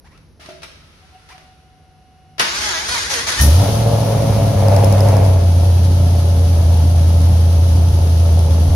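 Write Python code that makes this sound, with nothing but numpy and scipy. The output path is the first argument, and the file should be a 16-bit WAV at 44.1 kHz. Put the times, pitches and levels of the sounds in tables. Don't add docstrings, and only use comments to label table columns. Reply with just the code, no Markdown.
import sys
import numpy as np
from scipy import signal
from scipy.fft import rfft, irfft
from scipy.io import wavfile
from scipy.ndimage import uniform_filter1d, map_coordinates

SR = 44100
rng = np.random.default_rng(int(sys.argv[2]) if len(sys.argv) > 2 else 0)


def digitize_waveform(pressure):
    field = np.atleast_2d(pressure).T
    bounded = np.clip(field, -1, 1)
    quanta = np.round(bounded * 32767).astype(np.int16)
    wavfile.write(sys.argv[1], SR, quanta)


N = 385875
T = np.arange(N) / SR

# time_s, turns_per_s
CRANK_SPEED = [(3.38, 18.5), (3.46, 17), (3.61, 24.5), (3.8, 28), (4.04, 27.8), (4.35, 26.6), (4.64, 24.85),
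               (5.13, 24.8), (5.3, 23.4), (5.44, 21.8), (5.95, 21.85), (6.64, 20.75), (7.8, 20.95),
               (8.3, 20.7), (8.75, 20.1)]
# time_s, over_idle_db
ENGINE_LOAD = [(3.42, 1), (3.58, 2.5), (3.68, -4), (3.95, -3.5), (4.2, -3.5), (4.56, -1.5), (4.68, 1),
               (6.35, -0.5), (6.75, 0.5), (8.0, 0)]
FIRING_ORDER = [(1.02, 0.028), (-1.35, 0.1093), (0.72, -0.038), (-0.86, 0.1345), (-0.79, 0.065),
                (1.08, -0.031), (-1.02, 0.178), (1.26, 0.0061)]
# time_s, gear_mesh_hz, level_db, rise_s
COMPRESSIONS = [(2.635, 428.2, -23, .2), (2.925, 495.8, -22.5, .09), (3.106, 557.6, -20.5, 0.013),
                (3.272, 581.6, -19.5, 0.0089), (3.395, 609, -18, 0.03)]
# frequency_hz, density_db (per Hz)
CLACK_SPECTRUM = [(100, -12), (400, -6.5), (1300, 0), (3000, -3), (5800, -6.5), (7600, -19), (10300, -12.5),
                  (15500, -36)]

STARTER_ON_S, STARTER_OFF_S, STARTER_RELEASE_S = 2.39, 3.40, 0.024
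DRAG_HZ = 440.3


def boom(level_db=-10., second_db=-28.0, waver_db=0.47):
    # time_s, lost (share of the boom), half_length_s
    stumbles = [(3.649, 1, 0.012), (4.229, 0.6, 0.016), (4.53, 0.59, 0.025), (5.405, 0.56, 0.013),
                (6.212, 0.33, 0.022), (6.573, 0.29, 0.0092), (7.923, 0.68, 0.01), (8.005, 0.98, 0.0061),
                (8.489, 0.78, 0.009), (8.699, 0.95, 0.0057)]
    turn = 2 * np.pi * (firings() + 0.04 * wander(25))
    strength = 1 - sum(lost * np.exp(-((T - s) / half) ** 2) for s, lost, half in stumbles)
    tone = np.sqrt(2) * (np.sin(turn) + gain_of(second_db) * np.sin(2 * turn))
    level = gain_of(curve(ENGINE_LOAD) + level_db + waver_db * wander(30))
    return tone * strength * level * running(3.392, 0.02)


def burble():
    # frequency_hz, density_db (per Hz)
    resonances = [(25, -29), (41, -33), (52, -0.5), (80, -2.5), (115, 7.5), (165, -2.5), (205, -2.5),
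                  (238, -16.5), (278, -3), (310, -16.5), (360, -27.5), (480, -23), (900, -61)]
    # idle_db, fast_idle_rise_db, per_load (dB per dB), catch_rise_db
    law = (-23.5, 5, -0.3, 12)
    pipes = evened(colour(uneven_pulses(rough=1.0, jitter=0.088), resonances))
    return workshop(pipes * gain_of(loudness(*law)) * running(3.39, 0.063), wet_db=-13.5)


def bark(gas_db=1.0, puff_length=1.0, front_hz=1020.0):
    # frequency_hz, density_db (per Hz)
    bark_spectrum = [(150, -38), (340, -18), (430, -5.5), (535, 3), (650, 2.5), (830, -5.5), (1050, -13.5),
                     (1500, -22.5), (2400, -26.5), (5000, -44.5)]
    rasp_spectrum = [(500, -13), (780, 8.5), (1050, -1), (1400, -4.5), (2100, -6), (3000, -15.5),
                     (6000, -22)]
    pop_spectrum = [(200, -17), (520, 14), (750, 4), (1200, -17), (2500, -20), (6000, -39)]
    # idle_db, fast_idle_rise_db, per_load (dB per dB), catch_rise_db
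    bark_law = (-30, 10.5, 0.49, 5)
    rasp_law = (-56.5, 17.5, 1.8, 3)
    # start_s, level_db
    fuel_pops = [(3.465, -18.5), (3.679, -6.5), (4.063, -15), (4.351, -24), (4.837, -10), (5.345, -27),
                 (5.419, -25), (7.308, -26)]
    puffs = np.exp(-(firings() % 1) / puff_length) * rng.standard_normal(N)
    lowpass = signal.butter(2, front_hz, fs=SR, output="sos")
    fronts = signal.sosfilt(lowpass, evened(uneven_pulses(rough=0.44, jitter=0.041)))
    drive = fronts + gain_of(gas_db) * evened(puffs)
    out = evened(colour(drive, bark_spectrum)) * gain_of(loudness(*bark_law) + 1.0 * wander(11))
    rasp = evened(colour(puffs, rasp_spectrum)) * gain_of(loudness(*rasp_law))
    out = (out + rasp) * running(3.4, 0.058)
    for s, db in fuel_pops:
        add(out, s, gain_of(db) * burst(pop_spectrum, t60=0.031, channels=1))
    return workshop(out, wet_db=-0.5)


def engine_bay(tap_db=-9.0, tap_length=0.78, tap_spread_db=5.0, bypass_db=-19.0):
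    # frequency_hz, density_db (per Hz)
    rush_spectrum = [(530, -16), (900, -0.5), (1060, -12.5), (1320, -6), (1610, -17.5), (2480, -15.5),
                     (3040, -9.5), (3470, -10), (6000, -10), (6600, -12.5), (7620, -26), (9780, -11.5),
                     (10400, -10), (13200, -21.5), (15600, -29.5)]
    tick_spectrum = [(2000, -25), (4400, -15), (5000, 7), (5600, -5), (7800, -12), (10000, -4),
                     (13000, -13), (16000, -22)]
    bypass_spectrum = [(2500, -28), (6000, -2), (7700, -17), (10500, -1), (13000, -9), (16000, -18)]
    # idle_db, fast_idle_rise_db, per_load (dB per dB), catch_rise_db
    law = (-37, 2.5, -0.34, 9.5)
    # pitch_hz, level_db (before the doubling below)
    bay_whines = [(1699, -59), (2595, -63), (4540, -61)]
    beat = 2 * firings()
    size = gain_of(tap_spread_db * rng.standard_normal(N))[beat.astype(int)]
    taps = evened(size * np.exp(-(beat % 1) / tap_length))
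    rush = rng.standard_normal((2, N)) * np.sqrt(1 + (gain_of(tap_db) * taps) ** 2)
    acceleration = uniform_filter1d(np.gradient(curve(CRANK_SPEED), T), size=SR // 8)
    intake_db = 0.16 * acceleration
    out = evened(colour(rush, rush_spectrum)) * gain_of(loudness(*law) + intake_db + 0.63 * wander(35))
    for hz, db in bay_whines:
        whine = np.sin(2 * np.pi * np.cumsum(hz * (1 + .003 * wander(40))) / SR)
        out += 2 * gain_of(db) * whine * np.array([wander(22), wander(22)])
    for s, db in ticks():
        add(out, s, gain_of(db) * burst(tick_spectrum, t60=.013))
    add(out, 3.408, gain_of(bypass_db) * burst(bypass_spectrum, t60=0.35))
    return out * running(3.39, 0.023)


def ticks(count=8):
    first_s, loudest_s, loudest_db, fade_db_per_s = 4.6835, 4.87, -19.5, 23
    cycles = firings() / len(FIRING_ORDER)
    times = np.interp(np.interp(first_s, T, cycles) + np.arange(count), cycles, T)
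    return zip(times, loudest_db - fade_db_per_s * abs(times - loudest_s))


def firings():
    return 4 * np.cumsum(curve(CRANK_SPEED)) / SR


def uneven_pulses(rough, jitter):
    count = firings()
    k = np.arange(1, 1000)
    push, late = np.array(FIRING_ORDER)[k % len(FIRING_ORDER)].T
    scatter, slip = rng.standard_normal((2, len(k)))
    speed = curve(CRANK_SPEED)
    idling = (speed.min() / np.interp(k, count, speed)) ** 2
    at = np.searchsorted(count, k + late + jitter * idling * slip)
    return np.bincount(at, push + rough * idling * scatter, N + 1)[:N]


def loudness(idle_db, fast_db, per_load, catch_db):
    idle_turns_per_s, fast_turns_per_s = 21.54, 24.92
    catch_s, catch_fade_s = 3.433, 0.056
    fast = np.clip((curve(CRANK_SPEED) - idle_turns_per_s) / (fast_turns_per_s - idle_turns_per_s), 0, 1)
    return idle_db + fast_db * fast + per_load * curve(ENGINE_LOAD) + catch_db * dying(catch_s, catch_fade_s)


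def starter(thud_db=-38.0):
    # frequency_hz, density_db (per Hz)
    gear_spectrum = [(88, -45), (150, -30), (197, -14), (333, -8), (454, -5), (738, -4), (862, 0.5),
                     (1110, -1), (1730, 1.5), (2760, -3.5), (4670, 0), (6630, -1.5), (7590, -14),
                     (9970, -6), (15600, -30.5)]
    teeth = np.cumsum(mesh()) / SR
    bite = 1.0 + np.exp(-(teeth % 1) / 0.34)
    grind = rng.standard_normal((2, N)) * bite * gain_of(1.8 * wander(120))
    whine = gear_whine(patchy_db=10, lead_db=5, between_db=-4)
    gears = colour(.82 * whine + evened(grind), gear_spectrum)
    gears[:, engaged()] = evened(gears[:, engaged()])
    dull = [(25, -31), (55, 2), (75, 3.5), (130, -9), (400, -9.5), (1500, -75)]  # Hz, dB per Hz
    air = evened(colour(rng.standard_normal(N), dull))
    pumping = running(STARTER_ON_S, 0.21) * mesh() / DRAG_HZ * (1 + running(STARTER_OFF_S, 0.087))
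    return workshop(gears * cranking(), wet_db=-6) + gain_of(thud_db) * pumping * air


def gear_whine(patchy_db, lead_db, between_db, order=44):
    turning = engaged()
    turn = 2 * np.pi * np.cumsum(mesh() * (1 + .008 * wander(150)))[turning] / SR
    knots_s = np.linspace(turning.start, turning.stop, num=36) / SR
    out = np.zeros((2, N))
    for k in range(2, order):
        swell_db = patchy_db * np.interp(T[turning], knots_s, rng.uniform(-1, 1, len(knots_s)))
        if k == 8:
            db = lead_db + swell_db / 2
        else:
            db = swell_db + between_db * (k % 2)
        out[:, turning] += gain_of(db) * np.sin(k / 2 * turn + rng.uniform(0, np.pi, (2, 1)))
    out[:, turning] = evened(out[:, turning])
    return out


def mesh():
    drag_share = .33
    stroke_s = [STARTER_ON_S] + [row[0] for row in COMPRESSIONS]
    stroke = np.interp(T, stroke_s, np.r_[-.5, np.arange(len(COMPRESSIONS))])
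    free_hz = curve(COMPRESSIONS)
    return free_hz * (1 - drag_share * (DRAG_HZ / free_hz) ** 2 * np.sin(np.pi * stroke) ** 2)


def cranking():
    grind_db, surge_hold = -28.5, 1.52
    power = gain_of(grind_db) ** 2
    ends = [row[0] for row in COMPRESSIONS[1:]] + [T[-1]]
    for (s, _, db, rise_s), end in zip(COMPRESSIONS, ends):
        fall = 1 - running(s, end - s) ** surge_hold
        power = power + (gain_of(db) * running(s - rise_s, rise_s) * fall) ** 2
    return np.sqrt(power) * running(STARTER_ON_S, 0.004) * dying(STARTER_OFF_S, STARTER_RELEASE_S)


def engaged():
    return slice(round(STARTER_ON_S * SR), round((STARTER_OFF_S + 4 * STARTER_RELEASE_S) * SR))


def knocks():
    # start_s, level_db, decay_t60_s,
    # hollow_body_db (relative to the blow, before the halving below)
    blows = [(.176, -47, 0.023, -23), (0.395, -44.5, 0.76, -3.5), (.459, -39.5, 0.06, -7),
             (.488, -43.5, 0.21, 10.5), (0.619, -41, 0.092, -11), (.631, -31, 0.075, -18),
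             (1.287, -44, 0.14, -24), (1.379, -44, 0.036, -7), (2.381, -30.5, 0.11, -13),
             (2.395, -11, 0.14, -23.5)]
    # start_s, length_s, start_hz, end_hz, level_db
    rubs = [(.038, .05, 700, 1300, -51), (.1, .08, 850, 1600, -55), (1.29, .05, 780, 1280, -43)]
    # pitch_hz, level_db, decay_t60_s
    body_modes = [(342, -7, 0.15), (370.5, 2.5, 0.36), (476, -11, .1), (614, 4, 0.37), (663.6, 6, 0.33),
                  (880, -15, .08), (1380, -15, .5)]
    out, t = np.zeros((2, N)), T[:SR // 2]
    ring = 0
    for hz, db, t60 in body_modes:
        ring = ring + gain_of(db) * np.exp(-np.log(1000) * t / t60) * np.sin(2 * np.pi * hz * t)
    for s, db, t60, body_db in blows:
        add(out, s, gain_of(db) * (burst(CLACK_SPECTRUM, t60) + .5 * gain_of(body_db) * ring))
    for s, length, start_hz, end_hz, db in rubs:
        hz = np.geomspace(start_hz, end_hz, int(length * SR))
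        turn = 2 * np.pi * np.cumsum(hz * (1 + .25 * rng.standard_normal(SR)[:len(hz)])) / SR
        slips = np.sin(turn) + .8 * np.sin(2 * turn)
        rub = .6 * burst(CLACK_SPECTRUM, t60=1)[:, :len(hz)]
        add(out, s, gain_of(db) * (slips + rub) * signal.windows.tukey(len(hz), .5))
    return workshop(out, wet_db=-1)


def pumps(fuel_whine_db=-5.5):
    # pitch_hz, level_db (relative)
    motor_tones = [(721, -10.5), (750, -0.5), (2160, -23), (2643, -22), (2882, -17.5), (4200, -27)]
    # time_s, level_db, half_length_s
    motor_swells = [(1.348, -45.5, 0.02), (1.48, -53, .04)]
    motor_on_s, motor_rise_s, motor_start_db, growth_db_per_s = 0.98, 0.092, -59.5, 4
    hunt_db, hunt_per_s, settled_s = 5, 25, 1.46
    fuel_on_s, fuel_rise_s, primed_s, fuel_fade_s = .6, .1, 1.42, 0.2
    priming_db, holding_db, start_hz, primed_hz = -56, -66, 1250, 1430

    whine = 0
    for hz, db in motor_tones:
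        whine = whine + gain_of(db) * np.sin(2 * np.pi * np.cumsum(hz * (1 + 0.00099 * wander(7.0))) / SR)
    singing = gain_of(motor_start_db + growth_db_per_s * (T - motor_on_s))
    singing = singing * running(motor_on_s, motor_rise_s)
    singing = singing * gain_of(hunt_db * wander(hunt_per_s) * dying(settled_s, 0.071))
    singing = singing + sum(gain_of(db) * np.exp(-((T - s) / half) ** 2) for s, db, half in motor_swells)

    hiss = evened(colour(rng.standard_normal((2, N)), CLACK_SPECTRUM))
    fuel_hz = np.interp(T, [fuel_on_s, primed_s], [start_hz, primed_hz])
    fuel_whine = np.sin(2 * np.pi * np.cumsum(fuel_hz * (1 + 0.0343 * wander(300))) / SR)
    fuel_db = holding_db + (priming_db - holding_db) * dying(primed_s, fuel_fade_s)
    priming = gain_of(fuel_db) * running(fuel_on_s, fuel_rise_s)
    fuel_pump = (hiss + gain_of(fuel_whine_db) * fuel_whine) * priming
    return (np.sqrt(2) * whine * singing + fuel_pump) * dying(STARTER_ON_S, .05)


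def floor(level_db=-51.5, hum_hz=152., hum_db=-57.0):
    # frequency_hz, density_db (per Hz)
    air_spectrum = [(25, -22), (45, -3), (80, 3), (120, -10), (155, -6), (200, -11), (500, -18),
                    (1000, -26), (3000, -37.5), (6000, -34), (8000, -58.5), (10500, -32.5), (15500, -71)]
    air = rng.standard_normal(N) + .5 * rng.standard_normal((2, N))
    hum = np.sin(2 * np.pi * hum_hz * T) * (1 + .5 * wander(8.05))
    swell = gain_of(np.interp(T, [.7, 1.1], [2.5, 0]))
    return swell * (gain_of(level_db) * evened(colour(air, air_spectrum)) + gain_of(hum_db) * hum)


def workshop(x, wet_db):
    # frequency_hz, decay_t60_s
    decay = [(200, 0.79), (1000, 0.48), (4000, 0.89), (12000, 0.39)]
    taps = rng.choice([-1., 1.], (2, SR)) * (rng.random((2, SR)) < 3000 / SR)
    hz, t, z = signal.stft(taps, SR, nperseg=256)
    tail = signal.istft(z * gain_of(-60 * t / read(decay, hz)[:, None]), SR, nperseg=256)[1]
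    echo = signal.oaconvolve(x * np.ones((2, 1)), tail / np.linalg.norm(tail[0]), axes=1)[:, :N]
    return (x + gain_of(wet_db) * echo) / np.sqrt(1 + gain_of(wet_db) ** 2)


def burst(spectrum, t60, channels=2, rise=0.0088):
    t = T[:SR // 2]
    envelope = np.exp(-np.log(1000) * t / t60) * (1 - np.exp(-t / (rise * t60)))
    return evened(colour(rng.standard_normal((channels, len(t))), spectrum)) * envelope / envelope.max()


def colour(x, spectrum, size=8192):
    log_gain = np.log(gain_of(read(spectrum, abs(np.fft.fftfreq(size, 1 / SR)))))
    taps = np.fft.ifft(np.exp(np.conj(signal.hilbert(log_gain)))).real[:size // 2]
    return signal.oaconvolve(np.atleast_2d(x), taps[None], axes=1)[:, :x.shape[-1]]


def wander(per_s):
    knots = rng.standard_normal(8192)
    return evened(map_coordinates(knots, [T * per_s], order=3, mode="wrap"))


def running(start_s, rise_s):
    return np.clip((T - start_s) / rise_s, 0, 1)


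def dying(from_s, fade_s):
    return np.exp(-np.maximum(T - from_s, 0) / fade_s)


def gain_of(db):
    return 10 ** (np.asarray(db) / 20)


def evened(x):
    return x / np.sqrt(np.mean(np.atleast_2d(x).mean(0) ** 2) + 1e-20)


def curve(rows, axis=1):
    columns = np.transpose(rows)
    return np.interp(T, columns[0], columns[axis])


def read(points, hz):
    f, value = np.transpose(points)
    return np.interp(np.log(hz + 1), np.log(f + 1), value)


def add(mix, s, sound):
    part = mix[..., round(s * SR):][..., :sound.shape[-1]]
    part += sound[..., :part.shape[-1]]


def scene():
    return floor() + knocks() + pumps() + starter() + boom() + burble() + bark() + engine_bay()


def record(dry):
    # frequency_hz, left_minus_right_db
    port_balance = [(4000, 0), (6000, 2.5), (8000, 1), (10500, 8), (13000, 16.5), (16000, 6)]
    edge_hz = 15750
    ratio = gain_of(read(port_balance, np.fft.rfftfreq(N, 1 / SR)))
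    shading = np.array([ratio, np.ones_like(ratio)]) * np.sqrt(2 / (1 + ratio ** 2))
    heard = irfft(rfft(dry) * shading, N)
    band_limit = signal.firwin(511, edge_hz, window=("kaiser", 9), fs=SR)
    return signal.oaconvolve(np.clip(heard, -1, 1), band_limit[None], "same")


dry = scene()
out = record(dry)
digitize_waveform(out)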